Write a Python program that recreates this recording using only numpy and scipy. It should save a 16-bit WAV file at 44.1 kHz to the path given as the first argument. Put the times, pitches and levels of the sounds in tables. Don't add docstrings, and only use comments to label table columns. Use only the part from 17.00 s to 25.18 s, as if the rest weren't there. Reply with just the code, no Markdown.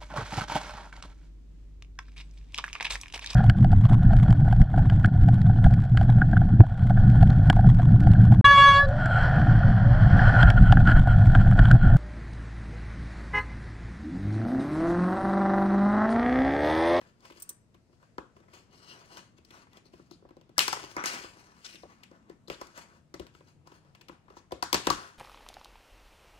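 import sys
import numpy as np
from scipy import signal
from scipy.fft import rfft, irfft, next_fast_len
from scipy.io import wavfile
from scipy.ndimage import uniform_filter1d

SR = 44100
rng = np.random.default_rng(int(sys.argv[2]) if len(sys.argv) > 2 else 0)


def gain_from_db(level_db):
    decades = np.asarray(level_db, float) / 20
    return 10 ** decades


def master_out(mix):
    frames = np.transpose(np.atleast_2d(mix))
    ceiling = np.clip(frames, -1, 1)
    pcm = np.round(ceiling * 32767).astype(np.int16)
    wavfile.write(sys.argv[1], SR, pcm)


N = 360738


def all_contacts():
    # start_s, crack_db, thud_db, knock_db, crack_hz
    snaps = [(1.1818, -40, -33.5, -39, 3000), (3.5812, -3.5, -44, -26, 11000), (3.5928, -5, -41, -40, 2700),
             (3.6033, -17.5, -39, -31.5, 3000), (3.68, -17, -37.5, -31, 3930),
             (3.7286, -21, -46, -32, 5270), (3.769, -56, -42, -53, 2700), (3.8386, -43, -45, -55, 3790),
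             (3.9659, -30.5, -35, -31.5, 5270), (4.0391, -26.5, -41, -34, 6400),
             (4.058, -19.5, -51, -42, 6000), (4.2411, -63, -43.5, -53, 2700),
             (4.745, -60, -51.5, -77, 4300), (4.833, -58.5, -47.5, -52.5, 3000),
             (5.2965, -52, -42, -61, 4470), (5.4798, -42, -47, -57, 4250), (5.5003, -26, -32, -45.5, 2710),
             (5.6133, -37.5, -41.5, -44, 4620), (5.7766, -36, -49.5, -52.5, 7050),
             (6.1405, -38.5, -41, -49, 4200), (6.196, -38.5, -37, -56, 3420),
             (7.0948, -50, -45.5, -48.5, 2700), (7.5092, -58, -69, -50.5, 4510),
             (7.5199, -34.5, -34.5, -39.5, 3460), (7.6252, -19.5, -42, -30, 4550),
             (7.637, -30, -50, -54, 3900), (7.7293, -9, -31, -28.5, 4300),
             (7.7433, -13.5, -25.5, -30, 3800), (7.749, -20, -32, -36, 2600),
             (7.8703, -13.5, -21.5, -28, 3000), (7.901, -15, -29.5, -26, 4340)]
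    # cavity_hz, shell_hz (centres), slip_ms, lag_ms (of the body)
    spots = [(384, 930, 1.12, 2.08), (400, 1000, 0.63, 3.2), (400, 1400, .45, 1.5), (400, 1500, 2.5, .8),
             (400, 1150, 1.1, 1.5), (500, 1070, 1.2, 1.5), (450, 820, 3.4, .5), (340, 750, 1.25, 1.53),
             (400, 1460, 0.97, 1.4), (400, 1800, 0.57, 1.3), (350, 1000, 1.6, 1.56), (380, 1200, 2.3, .5),
             (340, 700, .8, .5), (480, 630, 2, 0.4), (370, 1100, 2, 1.4), (360, 1140, 2.7, 1.6),
             (406, 1000, 0.89, 1.6), (500, 870, 1.2, 1.4), (500, 1900, 1.1, 1.47), (350, 1350, 2.2, 0.77),
             (340, 1000, 2.16, 2.54), (400, 1000, 1.16, 1.6), (360, 890, 2.1, .5), (425, 680, 1.5, 2.6),
             (400, 800, 1.33, 2.6), (400, 1000, 1.1, 1.6), (420, 1030, 1.1, 1.55), (352, 1050, 1.4, 1.55),
             (400, 1000, 1.1, 0.76), (443, 1110, 1.07, 2.5), (400, 1050, 1.93, 2.52)]
    # start_s, crack_db, thud_db, knock_db
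    catches = [(.2051, -56, -80, -75), (.2998, -53, -62, -55.5), (.9294, -73, -60.5, -73),
               (2.4488, -50.5, -87, -82), (2.8554, -61, -59, -72), (2.9942, -63, -49.5, -64),
               (3.1106, -45, -46.5, -56.5), (5.1128, -60, -50, -61.5), (5.669, -46, -62.5, -72),
               (6.672, -49, -59, -54), (7.3676, -51.5, -53, -52.5)]
    # start_s, crack_db, thud_db, knock_db
    taps = [(.0138, -49, -55, -61), (.8946, -96, -63, -78), (1.0275, -62, -74, -63),
            (1.4034, -61, -58, -72), (2.1714, -38, -64, -52), (2.669, -60, -68, -63),
            (2.7328, -49.5, -69, -68), (2.7715, -47, -60, -66), (3.2241, -73, -55, -72),
            (3.2512, -70, -49, -63), (3.307, -60, -50.5, -62), (3.368, -53.5, -49.5, -65),
            (3.4124, -50, -62, -67), (3.4932, -57, -53, -70), (3.9145, -41, -54.5, -61),
            (4.7565, -43, -58, -70), (6.2679, -44, -63, -67), (6.35, -49.5, -55.5, -60.5),
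            (6.4074, -58, -52.5, -63.5), (6.8493, -63, -64, -81), (7.2824, -59, -63, -58.5)]
    # start_s, crack_db, thud_db, knock_db
    slips = [(.2504, -48, -60, -54), (.3049, -48, -52, -70), (.3202, -47, -59, -62), (.358, -70, -60, -71),
             (.7435, -56, -61, -66.5), (1.3646, -56.5, -55, -59.5), (1.4816, -70, -66, -64),
             (1.5346, -45.5, -56, -63), (2.3823, -54, -58, -72), (2.5057, -44.5, -55, -66),
             (2.9347, -51, -48.5, -63.5), (3.2884, -58.5, -63, -63.5), (5.033, -41, -69.5, -74.5),
             (6.7173, -54.5, -51, -60), (6.9487, -46.5, -77, -60.5), (7.011, -45, -62.5, -62),
             (7.0836, -39.5, -60.5, -59.5), (7.3004, -54, -49.5, -56)]
    usual_spot = 410, 1050, 1.5
    cavity_hz, shell_hz, lag_ms = usual_spot
    rows = [(*snap, *spot) for snap, spot in zip(snaps, spots)]
    for kind, crack_hz, slip_ms in (catches, 4470, 1.85), (taps, 2700, 1), (slips, 2560, 2.68):
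        rows += [(*touch, crack_hz, cavity_hz, shell_hz, slip_ms, lag_ms) for touch in kind]
    return sorted(rows)


def contacts():
    # pitch_hz, level_db, t60_s
    cavity = [(60.3, -10, .09), (124, -4.5, 0.05), (230, -9, 0.024), (301, -8.5, 0.039),
              (362.3, 1.5, 0.046), (450, -2, 0.033), (520, -7.5, 0.025), (665, -2, 0.025)]
    # pitch_hz, level_db, t60_s
    shell = [(683, -4.5, 0.033), (852, -5, 0.018), (940, -6.5, 0.03), (1016, 1, 0.033), (1169, 0.5, 0.025),
             (1300, -2, .025), (1447, -4, 0.013), (1554, -3, 0.018), (1750, -4, 0.026), (2074, 3.5, 0.016)]
    cavity_focus_db, shell_focus_db = 9, 11.5
    out, t = np.zeros((3, N)), np.arange(SR // 12) / SR
    for start_s, crack_db, thud_db, knock_db, crack_hz, cavity_hz, shell_hz, slip_ms, lag_ms in all_contacts():
        slip_s, lag_s = np.clip(slip_ms, .2, 15) / 1000, max(lag_ms, 0) / 1000
        u = t / (1.18 * slip_s)
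        swell = (u * np.exp(1 - u)) ** 2
        trail = gain_from_db(-20.0 - 60 * t / 0.05) * np.minimum(u, 1)
        slip = rng.standard_normal(len(t)) * (swell + trail)
        slip = np.array([slip, slip, t == 0])

        bright = gain_from_db(-8 + 7.5 * np.log2(crack_hz / 4000))
        crack = resonate(slip, crack_hz, 0.51 * crack_hz) * 2.0 + bright * resonate(slip, 8300, 11000)
        thud = strike(cavity, t, 1.5, .022, 1.6 * slip_s, cavity_hz, cavity_focus_db, 1.5)
        knock = strike(shell, t, 2.5, .015, 1.2 * slip_s, shell_hz, shell_focus_db, 3.0)
        thud = np.array([*thud, thud[0] * gain_from_db(-60 * t / .02)])
        knock = np.array([*knock, knock[0] * gain_from_db(-60 * t / .007)])

        parts = ((crack, crack_db - 0.5, 0), (thud, thud_db + 7, lag_s), (knock, knock_db + 12, .6 * lag_s))
        for part, level_db, late_s in parts:
            near = gain_from_db(level_db) * peak_one(part[:2])
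            walls = rms_one(part[2]) * near.std()
            add(out, np.array([*near, walls]), start_s - .001 + late_s)
    out = signal.sosfilt(signal.butter(2, 50, "high", fs=SR, output="sos"), out)
    return out[:2], out[2]


def strike(modes, t, spread_db, detune, rise_s, centre_hz, focus_db, sides_db):
    hz, level_db, t60_s = np.transpose(modes)[:, :, None]
    luck = rng.standard_normal((4, len(modes), 1))
    off_centre = np.minimum(np.log2(hz / centre_hz) ** 2, 1)
    level_db = level_db + spread_db * luck[0] - focus_db * off_centre
    tones = np.sin(2 * np.pi * hz * (1 + detune * luck[1]) * t + .5 * luck[2])
    rings = gain_from_db(level_db) * np.exp(-np.log(1000) * t / t60_s) * tones
    lean = gain_from_db(sides_db * luck[3].T * [[1], [-1]])
    return lean @ rings * (1 - np.exp(-(t / rise_s) ** 2))


def rubbing():
    # peak_s, rise_s, fall_s, padding_db, scrape_db
    rubs = [(.06, 0.15, 0.094, -64, -68), (.26, 0.062, 0.081, -59.5, -56.5), (.38, 0.082, 0.18, -64, -60.5),
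            (1.034, 0.055, 0.085, -68, -71.5), (1.44, 0.08, .03, -66, -83),
            (1.552, 0.057, 0.094, -57.5, -56), (1.738, 0.035, 0.08, -63.5, -59.5),
            (1.9, 0.18, 0.36, -57, -55.5), (2.12, .06, 0.13, -54.5, -52.5),
            (2.18, 0.017, 0.036, -49.5, -48), (2.55, 0.082, .1, -57.5, -60),
            (2.634, 0.053, 0.017, -67, -62.5), (2.784, 0.093, 0.011, -59.5, -60),
            (4.4, 0.73, 0.52, -63.5, -62.5), (4.754, 0.31, 0.022, -71, -58), (4.9, 0.044, 0.22, -63, -68),
            (5.14, 0.047, 0.073, -59.5, -74.5), (5.304, 0.1, 0.053, -62.5, -75.5),
            (5.62, 0.11, 0.22, -60.5, -60), (5.78, 0.044, 0.068, -49, -50), (5.96, 0.44, .06, -63, -69),
            (6.76, 0.082, 0.043, -61, -63.5), (7.308, 0.046, 0.15, -60.5, -76),
            (7.86, 0.06, 0.084, -53, -50)]
    # start_s, fall_s, padding_db, scrape_db
    skid_rows = [(0.509, 0.022, -55.5, -68), (0.743, .05, -75, -89), (.93, 0.18, -88, -76),
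                 (1.366, 0.17, -78, -72), (2.379, 0.016, -67, -61.5), (2.864, 0.031, -76, -65),
                 (2.934, 0.23, -71, -64.5), (3.114, 0.071, -84, -62.5), (3.612, 0.18, -47, -31.5),
                 (3.738, 0.028, -59, -38.5), (3.77, 0.016, -37.5, -52), (3.797, 0.18, -49, -47),
                 (3.979, 0.058, -39.5, -74), (4.062, 0.087, -42, -31), (4.132, 0.16, -47, -37),
                 (4.658, 0.17, -64, -47), (5.032, 0.064, -63.5, -71.5), (5.52, 0.039, -47, -48),
                 (6.22, 0.037, -61, -68), (6.266, 0.058, -62, -80), (6.348, 0.11, -67.5, -62.5),
                 (6.476, 0.069, -68, -62), (6.674, 0.17, -65, -67.5), (6.854, 0.14, -70.5, -78.5),
                 (7.12, 0.065, -61, -64.5), (7.368, 0.054, -65.5, -59.5), (7.757, 0.0097, -32.5, -33),
                 (7.78, 0.16, -54, -51), (7.924, 0.06, -45, -39), (7.969, 0.21, -48.5, -49.5)]
    # peak_s, rise_s, fall_s, level_db
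    drags = [
        (1.75, 0.066, 0.023, -67),
        (1.92, 0.11, 0.033, -56.5),
        (2.125, 0.047, 0.09, -59.5),
        (2.195, 0.11, 0.014, -63),
    ]
    # pitch_hz, width_hz, level_db
    padding_peaks = [(368, 66, 4), (667, 37, 1.5), (965, 230, 1), (1458, 1090, -2), (1925, 680, -3.5)]
    # pitch_hz, width_hz, level_db
    scrape_peaks = [(2060, 1700, 1.5), (2800, 1600, 2.5), (3800, 430, -1.5), (4470, 1300, -2),
                    (5220, 830, 0), (6280, 900, -3.5), (8000, 1400, -6.5), (9320, 1100, -3.5),
                    (11500, 2500, -12.5), (14800, 2300, -15)]
    # pitch_hz, width_hz, level_db
    edge_peaks = [
        (2850, 200, 0),
        (4250, 250, -11),
        (4900, 250, -10),
    ]
    skid_rise_s, skid_shape, rub_shape = 0.024, 1.1, 1.07
    skids = [(start_s, skid_rise_s, *rest) for start_s, *rest in skid_rows]
    soft, hard = np.sqrt(strokes(rubs, rub_shape) + strokes(skids, skid_shape))
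    fine = grains(5000, 3.3, 2.5)
    padding = soft * body(grains(4000, 2.0, 2.0), padding_peaks, 1.3)
    scrape = hard * body(fine, scrape_peaks, 1.2)
    rasp = np.sqrt(strokes(drags, rub_shape)[0]) * body(fine, edge_peaks, 1.0)
    return gain_from_db(2.5) * padding + gain_from_db(-3.5) * scrape + gain_from_db(4.5) * rasp


def strokes(rows, shape):
    t, power = np.arange(N) / SR, np.zeros((len(rows[0]) - 3, N))
    for peak_s, rise_s, fall_s, *levels_db in rows:
        near = slice(max(int((peak_s - 3 * rise_s) * SR), 0), int((peak_s + 3 * fall_s) * SR))
        away = np.where(t[near] < peak_s, (peak_s - t[near]) / rise_s, (t[near] - peak_s) / fall_s)
        power[:, near] += gain_from_db(np.array(levels_db)[:, None] - 20 * away ** shape) ** 2
    return power


def grains(per_s, size_db, flicker_db):
    born = rng.random(N) < per_s / SR
    sizes = gain_from_db(size_db * np.minimum(rng.exponential(1, N), 4)) * rng.choice([-1, 1], N)
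    return born * sizes * drift(21, flicker_db) + 1e-18


def body(x, peaks, wander_db):
    out = 0
    for k, (hz, width_hz, level_db) in enumerate(peaks):
        gain = (-1) ** k * gain_from_db(level_db) * drift(6.8, wander_db)
        out = out + gain * resonate(x, hz, width_hz)
    return rms_one(out)


def squeaks():
    # start_s, length_s, pitch_hz, width_hz, level_db
    bursts = [(2.847, 0.04, 4300, 700, -69.5), (3.119, 0.038, 4300, 800, -66.5),
              (3.562, 0.018, 1700, 149.2, -55), (3.963, .07, 5830, 150, -58),
              (3.971, 0.065, 1230, 597, -38), (4.046, .065, 1340, 600, -39.5), (4.09, .12, 1490, 1300, -44),
              (3.975, .12, 200, 220, -53.5), (4.08, .12, 187, 200, -56), (4.2, .1, 1300, 900, -53),
              (4.207, .012, 400, 200, -50), (4.645, .025, 3900, 4470, -44.5), (4.64, .032, 1357, 910, -54),
              (4.672, .035, 2930, 604, -58), (4.726, .008, 4300, 700, -57),
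              (4.754, 0.011, 3000, 900, -50.5), (4.765, .008, 2980, 600, -62), (4.83, .006, 4200, 600, -62),
              (4.838, .032, 520, 400, -56), (5.475, .01, 4330, 900, -55.5),
              (5.537, .014, 3280, 1800, -54.5), (6.142, .024, 450, 400, -52), (7.368, .03, 4400, 3480, -65),
              (7.878, .02, 500, 500, -35), (7.91, .03, 1100, 500, -37)]
    out, friction = np.zeros(N), iter(np.array_split(grains(5000, 2.8, 1.5), 60))
    for start_s, length_s, hz, width_hz, level_db in bursts:
        u = np.arange(0, 1, 1 / (length_s * SR))
        hiss = resonate(resonate(next(friction), hz, width_hz), hz, width_hz)[-len(u):]
        swell = np.abs(np.sin(np.pi * u ** 0.83)) ** 0.47
        add(out, gain_from_db(level_db) * rms_one(hiss) * swell, start_s)
    return out


def buckle():
    # start_s, peak_db
    touches = [
        (0.3461, -62),
        (0.399, -40.5),
        (0.4213, -29),
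        (0.491, -25),
        (0.6094, -74),
    ]
    # pitch_hz, level_db, t60_s
    metal = [(5890, -17, .05), (6010, -15, .06), (6250, -19, .03), (7380, -11, .03), (7900, -4, .025),
             (8460, -9, .03), (8730, -2, .045), (11300, -9, .02), (12500, -9, .02), (14870, -3, .03),
             (15200, -6, .02)]
    out, t = np.zeros(N), np.arange(SR // 8) / SR
    for start_s, peak_db in touches:
        tick = resonate(rng.standard_normal(len(t)) * gain_from_db(-60 * t / 0.086), 10900, 8800)
        rings = strike(metal, t, 2.0, .002, .0008, 9000, 0, 0)[0]
        add(out, gain_from_db(peak_db - 5.0) * (rings + gain_from_db(-9.5) * tick), start_s)
    return out


def ports(x):
    # pitch_hz, balance_db
    balance = [(40, 3.5), (100, 3), (500, 2.1), (1400, 5.5), (2800, 7.5), (5500, 15.5), (9000, -4),
               (15000, 1.5)]
    # left_ms, left_db, right_ms, right_db
    table_echoes = [
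        (1.42, -20, 1.2, -14.5),
        (3.55, -13, 3.75, -6),
        (5.298, -20.5, 5.1, -10),
    ]
    lead_samples = 12
    size = next_fast_len(N + 4096)
    hz = np.arange(size // 2 + 1) * SR / size
    shade = gain_from_db(at_hz(balance, hz) / 2)
    left = right = 1
    for left_ms, left_db, right_ms, right_db in table_echoes:
        left = left + gain_from_db(left_db) * np.exp(-2j * np.pi * hz * left_ms / 1000)
        right = right + gain_from_db(right_db) * np.exp(-2j * np.pi * hz * right_ms / 1000)
    lag = np.exp(-2j * np.pi * hz * lead_samples / SR)
    return irfft(rfft(x, size) * np.array([shade * left, lag * right / shade]), size)[:, :N]


def room(x):
    # pitch_hz, t60_s, level_db
    decay = np.array([(99, 0.34, -0.5), (398.6, 0.2, -12.5), (1300, 0.36, -11.5), (2120, .34, -3.5),
                      (3900, 0.29, -5.5), (8500, .33, -3.5), (14000, 0.15, -21)])
    t = np.arange(SR * 3 // 5) / SR

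    def fade(hz):
        t60_s = at_hz(decay, hz)
        return gain_from_db(at_hz(decay[:, ::2], hz) - 60 * t / t60_s) / np.sqrt(SR * t60_s / 14)

    tail = bands(len(t), fade) * (1 - np.exp(-(t / .007) ** 2))
    return signal.fftconvolve(x[None], tail, axes=1)[:, :N]


def rumble():
    # pitch_hz, level_db (per Hz)
    spectrum = [(13, -41), (22, -9.5), (155, 4), (291, -5.5), (370, -7), (753, -16.5), (1010, -18),
                (1900, -25), (5030, -30.5), (8980, -35), (10200, -35.5), (12000, -47.5), (15600, -69.5),
                (22000, -120)]
    noise = bands(N, lambda hz: gain_from_db(at_hz(spectrum, hz)) * drift(0.58, 2.0))
    return gain_from_db(-65.5 + 2.0) * rms_one(noise)


def bands(length, gain):
    # pitch_hz, likeness (0-1)
    likeness = [(60, .75), (300, .72), (640, .35), (1400, .05), (15000, 0)]
    out, edges = 0, 22 * 2 ** np.arange(0, 9.6, .5)
    white = rng.standard_normal((2, 2, length)).astype(np.float32)
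    for k, (low, high) in enumerate(zip(edges, edges[1:])):
        band = signal.butter(2, [low, high], "band", fs=SR, output="sos")
        mid, side = signal.sosfilt(band, white[k % 2])
        hz = np.sqrt(low * high)
        alike = np.clip(at_hz(likeness, hz), -1, 1)
        out = out + gain(hz) * (np.sqrt(1 + alike) * mid + np.sqrt(1 - alike) * side * [[1], [-1]])
    return out


def drift(rate_hz, depth_db):
    r = np.exp(-128 * np.pi * rate_hz / SR)
    slow = signal.lfilter([1], [1, -2 * r, r * r], rng.standard_normal(N // 64 + 2002))[2000:]
    return uniform_filter1d(np.repeat(gain_from_db(depth_db * rms_one(slow)), 64)[:N], size=64)


def resonate(x, hz, width_hz):
    r = np.exp(-np.pi * width_hz / SR)
    poles = [1, -2 * r * np.cos(2 * np.pi * hz / SR), r * r]
    return signal.lfilter(np.array([1, 0, -1]) * (1 - r * r) / 2, poles, x)


def at_hz(points, hz):
    points_hz, values = np.array(points)[:, 0], np.array(points)[:, 1]
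    return np.interp(np.log(np.maximum(hz, 1)), np.log(np.maximum(points_hz, 1)), values)


def rms_one(x):
    return x / np.sqrt(np.mean(x ** 2) + 1e-20)


def peak_one(x):
    return x / np.abs(x).max()


def add(out, sound, start_s):
    i = round(start_s * SR)
    out[..., i:i + sound.shape[-1]] += sound[..., :N - i]


def scene():
    hits, spread = contacts()
    tinkles, rubs, hisses = buckle(), rubbing(), squeaks()
    echoes = room(spread + rubs + gain_from_db(-4) * hisses + gain_from_db(-10) * tinkles)
    air = rumble()
    lean = gain_from_db(np.array([[1.6], [-1.6]]))
    return ports(hits + tinkles + rubs + hisses) + (echoes + air) * lean


def band_limit(x):
    return signal.sosfilt(signal.butter(12, 16890, fs=SR, output="sos"), x)


def record(dry):
    # pitch_hz, width_hz, depth (0-1)
    dips = [
        (10250, 1500, .93),
        (13800, 1600, .95),
    ]
    mix = dry
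    for hz, width_hz, depth in dips:
        mix = mix - np.clip(depth, 0, 1) * resonate(mix, hz, width_hz)
    mix = signal.sosfilt(signal.cheby2(12, 70, 16900, fs=SR, output="sos"), mix)
    return band_limit(mix)


dry = scene()
out = record(dry)
master_out(out)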